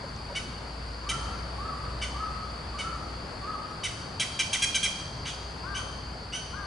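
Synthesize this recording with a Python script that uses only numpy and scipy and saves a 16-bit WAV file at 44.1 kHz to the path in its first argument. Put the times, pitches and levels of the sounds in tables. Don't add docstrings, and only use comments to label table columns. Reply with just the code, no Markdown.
import sys
import numpy as np
from scipy import signal
from scipy.fft import rfft, irfft
from scipy.io import wavfile
from scipy.ndimage import uniform_filter1d

SR = 44100
rng = np.random.default_rng(int(sys.argv[2]) if len(sys.argv) > 2 else 0)


def log_audio(samples):
    frames = np.atleast_2d(samples).T
    limited = np.clip(frames, -1, 1)
    pcm = np.round(limited * 32767).astype(np.int16)
    wavfile.write(sys.argv[1], SR, pcm)


N = 293706


def amp(db):
    return 10 ** (np.asarray(db) / 20)


def unit_rms(x):
    return x / np.sqrt(np.mean(x ** 2) + 1e-20)


def spectrum_at(points, hz):
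    f, value = np.transpose(points)
    return np.interp(np.log(hz + 1), np.log(f + 1), value)


def follow(rows):
    times, *columns = np.transpose(rows)
    return [np.interp(np.arange(N) / SR, times, column) for column in columns]


def add(mix, start_s, sound):
    at = round(start_s * SR)
    part = mix[..., at:at + sound.shape[-1]]
    part += sound[..., :part.shape[-1]]


def pan(left_db):
    return amp(np.array([[left_db / 2], [-left_db / 2]]))


def wander(count, hz):
    b, a = signal.butter(2, hz / (SR / 2))
    return unit_rms(signal.lfilter(b, a, rng.standard_normal(count + 4000))[4000:])


def resonance(hz, centre_hz, width_hz):
    return 1 / (1 + ((hz - centre_hz) / (width_hz / 2)) ** 2)


def stereo_noise(level_db, coherence, left_db, patchy_db):
    frames, hz = N // 512 + 5, np.fft.rfftfreq(2048, 1 / SR)
    a, b, c, d, patches = rng.standard_normal((frames, len(hz), 5)).T
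    patches = unit_rms(uniform_filter1d(uniform_filter1d(patches, size=16, axis=0), size=8, axis=1))
    alike = coherence(hz)[:, None]
    left = a + 1j * b
    right = alike * left + np.sqrt(1 - alike ** 2) * (c + 1j * d)
    colour = amp(level_db(hz)[:, None] + patchy_db * patches)
    balance = amp(np.array([[.5], [-.5]]) * left_db(hz))[..., None]
    spectra = np.array([left, right]) * colour * balance
    return unit_rms(signal.istft(spectra, nperseg=2048, noverlap=1536)[1][:, :N])


def traffic():
    # frequency_hz, level_db
    density = [(20, -22), (45, -6.5), (70, 1), (130, -1.5), (200, -6), (320, -10.5), (600, -10.5),
               (1200, -11), (2000, -19), (3300, -23.5), (6000, -31.5), (10000, -35.5), (12000, -42)]
    # frequency_hz, coherence
    coherence = [(60, .998), (130, .98), (270, .85), (570, .62), (1200, .35), (2600, .15), (4000, .3),
                 (11000, .35)]
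    # frequency_hz, level_db
    balance = [(60, .2), (190, .5), (350, 1.5), (620, 4), (1120, 5.5), (2000, 5), (3600, 1.5), (11000, .5)]
    # time_s, level_db
    swell = [(0, -39.5), (1, -40), (1.26, -36.5), (1.45, -38.5), (3, -39), (5.5, -40), (5.9, -39.5),
             (6.3, -41.2), (6.66, -40.5)]
    wash = stereo_noise(lambda hz: spectrum_at(density, hz), lambda hz: spectrum_at(coherence, hz),
                        lambda hz: spectrum_at(balance, hz), patchy_db=0.9)
    return amp(follow(swell)[0]) * wash


def hum():
    # time_s, pitch_hz, level_db
    course = [(0, 57.2, -45.5), (.7, 57, -44), (1.2, 59.7, -39.5), (2.5, 61, -41), (3.2, 60.2, -46),
              (4.1, 60.6, -58), (5.2, 60.1, -46.5), (5.9, 60.4, -45), (6.3, 59.8, -47), (6.66, 59.6, -46)]
    hz, db = follow(course)
    cycles = np.cumsum(hz * (1 + 0.0149 * wander(N, 4))) / SR
    return np.sqrt(2) * amp(db + 1.44 * wander(N, 3.6)) * np.sin(2 * np.pi * cycles)


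def insect_chorus():
    # time_s, level_db
    swell = [(0, -48), (.7, -48), (1.1, -46.5), (3.7, -47.5), (4.75, -45), (5.1, -46), (6.66, -48)]
    centre_hz, half_width_hz = 4635, 460
    band = stereo_noise(lambda hz: np.maximum(-12 * ((hz - centre_hz) / half_width_hz) ** 2, -60),
                        coherence=lambda hz: np.full_like(hz, .83), left_db=lambda hz: .3, patchy_db=.3)
    return amp(follow(swell)[0]) * band


def thumps():
    # start_s, level_db, length_s
    events = [(.004, -47, 0.063), (0.294, -45.5, 0.039)]
    # frequency_hz, level_db
    hollow_modes = [(560, 0.5), (960, -2), (1350, -12)]
    out = np.zeros(N)
    for start_s, db, length_s in events:
        t = np.arange(round(length_s * SR)) / SR
        ringing = np.zeros(len(t))
        for hz, mode_db in hollow_modes:
            flutter = 1 + 1.25 * wander(len(t), 50)
            ringing += amp(mode_db) * flutter * np.sin(2 * np.pi * (hz * t + rng.random()))
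        add(out, start_s, amp(db) * ringing * signal.windows.tukey(len(t), .4))
    return out


def twig_tick(t60_s=.006):
    # start_s, level_db, pitch_hz
    events = [(0.1635, -37, 5950)]
    out = np.zeros(N)
    t = np.arange(300) / SR
    for start_s, db, hz in events:
        add(out, start_s, amp(db - 60 * t / t60_s) * np.sin(2 * np.pi * hz * t))
    return out


def chirp(db, top_hz, length_s, rise_s, end_ratio, others_db, roughness, tilt_db):
    # centre_hz, width_hz, gain_db
    beak_modes = [(1580, 400, -17), (3200, 420, 0), (4020, 500, -14), (5700, 600, -8), (6400, 600, -10),
                  (8000, 1200, -19), (9400, 1300, -15)]
    t = np.arange(round(length_s * SR)) / SR
    progress = t / length_s
    scoop = 17.4 * rise_s * np.exp(-t / (0.00297 + 0.451 * rise_s))
    pitch = top_hz * (1 - scoop - (1 - end_ratio) * progress ** 2.2)
    cycles = np.cumsum(pitch * (1 + 0.068 * roughness * wander(len(t), 350))) / SR
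    throat_hz = 2590 - 540 * progress
    throat_gain = amp(-5 + 3.5 * progress)
    shut_db = -2 + 34 * (1 - end_ratio)
    beak_gain = amp(-shut_db * progress ** 2)
    joined = 1 - np.exp(-t / 0.0014)
    effort = 1 - np.exp(-t / rise_s)
    voice = np.zeros(len(t))
    for k in range(2, 15):
        flutter = np.clip(roughness * (1.09 + k / 9), 0, 1)
        shake = 1 - flutter + 0.7 * flutter * wander(len(t), 310)
        weight = 1 if k % 4 == 0 else joined * amp(-0.9 if k == 2 else others_db)
        beak = 0.091 + sum(amp(gain_db) * resonance(k * pitch, hz, width_hz)
                           for hz, width_hz, gain_db in beak_modes)
        tract = throat_gain * resonance(k * pitch, throat_hz, width_hz=750) + beak_gain * beak
        slope = amp(tilt_db * np.log2(k / 4) - 0.36 * k * progress) * effort ** (0.1 * k)
        voice += weight * shake * tract * slope * np.cos(2 * np.pi * (k * cycles + rng.random()))
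    squeak = wander(len(t), 200) * np.cos(2 * np.pi * np.cumsum(throat_hz) / SR)
    release = np.sqrt(np.clip((1 - progress) / 0.28, 0, 1))
    envelope = effort ** 0.26 * amp(-9 * (progress - .3) ** 2) * release
    return amp(db) * envelope * (unit_rms(voice) + amp(-8.5 + .6 * others_db) * squeak)


def leaf_shade(sound, shade_db, corner_hz=4800):
    hz = np.fft.rfftfreq(sound.shape[1], 1 / SR)
    gain_db = shade_db * (1 + 2.5 / (1 + (corner_hz / (hz + 1)) ** 4))
    return irfft(rfft(sound) * amp(gain_db), sound.shape[1])


def trunk_echoes(sound, onset_s, stretch, coherence):
    # frequency_hz, t60_s
    decay_times = [(1000, 0.49), (2200, 0.41), (3200, 0.67), (6000, 0.72), (10000, 0.47)]
    taps = np.zeros((3, SR))
    at = np.arange(0, SR - 40, 40) + rng.integers(0, 40, (3, (SR - 1) // 40))
    np.put_along_axis(taps, at, rng.standard_normal(at.shape), 1)
    taps = np.sqrt(coherence) * taps[2] + np.sqrt(1 - coherence) * taps[:2]
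    hz, t, spectra = signal.stft(taps, SR, nperseg=128)
    build_up = 1 - np.exp(-t / onset_s)
    decay = amp(-60 * t / (stretch * spectrum_at(decay_times, hz))[:, None])
    response = signal.istft(spectra * build_up * decay, SR, nperseg=128)[1]
    return signal.fftconvolve(sound, response / np.linalg.norm(response[0]), axes=1)[:, :N]


def scolding():
    # start_s, level_db, top_hz, length_s, rise_s, end_pitch_ratio, other_partials_db,
    # roughness, tilt_db_per_octave, shade_db
    chirps = [ (0.35, -32, 769, 0.043, 0.0071, .94, -1, 0.26, -0.5, -1),
              (1.088, -29, 797, 0.037, 0.0042, 0.85, -3, 0.24, 3, -0.5),
              (2.013, -31.5, 782.4, 0.041, 0.0057, 0.81, -3.5, 0.27, 0, -2.5),
              (2.784, -34, 762, 0.044, 0.0055, 0.92, -1, 0.25, 0, -1.5),
              (3.833, -30.5, 795, 0.045, 0.0053, 0.77, -1.7, 0.23, 2.5, -0.5),
              (4.196, -27.5, 810, 0.046, 0.0014, 0.82, -1, 0.33, 2, -0.5),
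              (4.39, -25.5, 808.5, 0.037, 0.0011, 0.87, -0.5, 0.27, 1.5, -0.4),
              (4.529, -25.5, 805, 0.039, 0.0011, .75, -1, 0.25, 3, -0.8),
              (4.619, -23, 824.5, 0.0357, .0035, .94, 0.8, 0.16, 2.5, -0.1),
              (4.743, -25, 807, 0.038, 0.00492, .9, -2, 0.25, 2.5, -0.2),
              (4.829, -26, 812, 0.046, 0.0012, .9, 0.2, 0.21, 2, -.6),
              (5.248, -33, 816, 0.058, 0.012, 0.96, -2, 0.55, 0, -3.5),
              (5.743, -30.5, 769, 0.045, 0.0082, 1.035, -7.5, 0.23, 2.5, -4),
              (6.32, -30.5, 752, 0.056, 0.012, 1.03, -10, 0.26, 2, -3.5), ]
    emitted, direct = np.zeros((2, 2, N))
    for start_s, *voicing, shade_db in chirps:
        sound = pan(-0.5) * chirp(*voicing)
        add(emitted, start_s, sound)
        add(direct, start_s, leaf_shade(sound, shade_db))
    early = trunk_echoes(emitted, onset_s=0.00063, stretch=0.35, coherence=0.78)
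    late = trunk_echoes(emitted, onset_s=0.015, stretch=1.45, coherence=0.46)
    return direct + amp(-4) * early + amp(-6.5) * late


def arched_note(length_s, top_hz, sag, db, fourth_db, apex, linger, start_db, end_db, waver_db, jitter):
    progress = np.linspace(0, 1, round(length_s * SR))
    from_apex = np.where(progress < apex, 1 - progress / apex, (progress - apex) / (1 - apex))
    droop = from_apex ** 2 * (1 + 2 * linger * (1 - from_apex))
    pitch = top_hz * (1 - sag * droop) * (1 + jitter * wander(len(progress), 30))
    phase = 2 * np.pi * np.cumsum(pitch) / SR
    voice = np.sin(3 * phase) + amp(fourth_db) * np.sin(4 * phase)
    arch_db = np.where(progress < apex, start_db, end_db) * droop
    level = amp(db + arch_db + waver_db * wander(len(progress), 27))
    return np.sqrt(2) * level * voice * signal.windows.tukey(len(progress), .1)


def far_bird():
    # start_s, length_s, top_hz, pitch_sag_fraction, third_partial_db
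    notes = [(1.042, 0.21, 457, 0.17, -41.5), (1.579, .16, 428.6, 0.13, -37.5),
             (2.143, .17, 429.3, .11, -37), (2.732, .24, 442, .13, -39.5), (3.421, 0.15, 425, 0.11, -38.5)]
    direct = np.zeros((2, N))
    for start_s, *voicing in notes:
        add(direct, start_s, arched_note(*voicing, fourth_db=-19, apex=.55, linger=0.98,
                                         start_db=-3, end_db=-8, waver_db=2.6, jitter=0.012))
    echoes = trunk_echoes(direct, onset_s=0.007, stretch=2.65, coherence=0.51)
    return amp(-1) * direct + amp(2.5) * pan(1.6) * echoes


def cricket():
    # start_s, level_db
    peeps = [(3.685, -61), (5.183, -67), (5.69, -63), (6.205, -66)]
    t = np.arange(round(0.051 * SR)) / SR
    pitch_hz = 5830 - 4000 * t
    peep = np.sqrt(2) * np.hanning(len(t)) * np.sin(2 * np.pi * np.cumsum(pitch_hz) / SR)
    out = np.zeros(N)
    for start_s, db in peeps:
        add(out, start_s, amp(db) * peep)
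    return out


def left_bird():
    # start_s, length_s, top_hz, pitch_sag_fraction, third_partial_db
    notes = [(5.63, .2, 399.3, .21, -46), (6.524, 0.184, 408, 0.21, -47)]
    direct = np.zeros((2, N))
    for start_s, *voicing in notes:
        add(direct, start_s, arched_note(*voicing, fourth_db=1.7, apex=0.385, linger=0.13,
                                         start_db=-2, end_db=-4.5, waver_db=1.5, jitter=0.011))
    echoes = trunk_echoes(direct, onset_s=0.016, stretch=2.0, coherence=0.42)
    return pan(10) * (direct + amp(-1) * echoes)


def scene():
    background = traffic() + hum() + insect_chorus()
    return background + thumps() + twig_tick() + scolding() + far_bird() + cricket() + left_bird()


def record(dry):
    cutoff_hz = 11100
    kernel = signal.firwin(401, cutoff_hz, window=("kaiser", 9), fs=SR)
    return signal.oaconvolve(dry, kernel[None], "same")


dry = scene()
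out = record(dry)
log_audio(out)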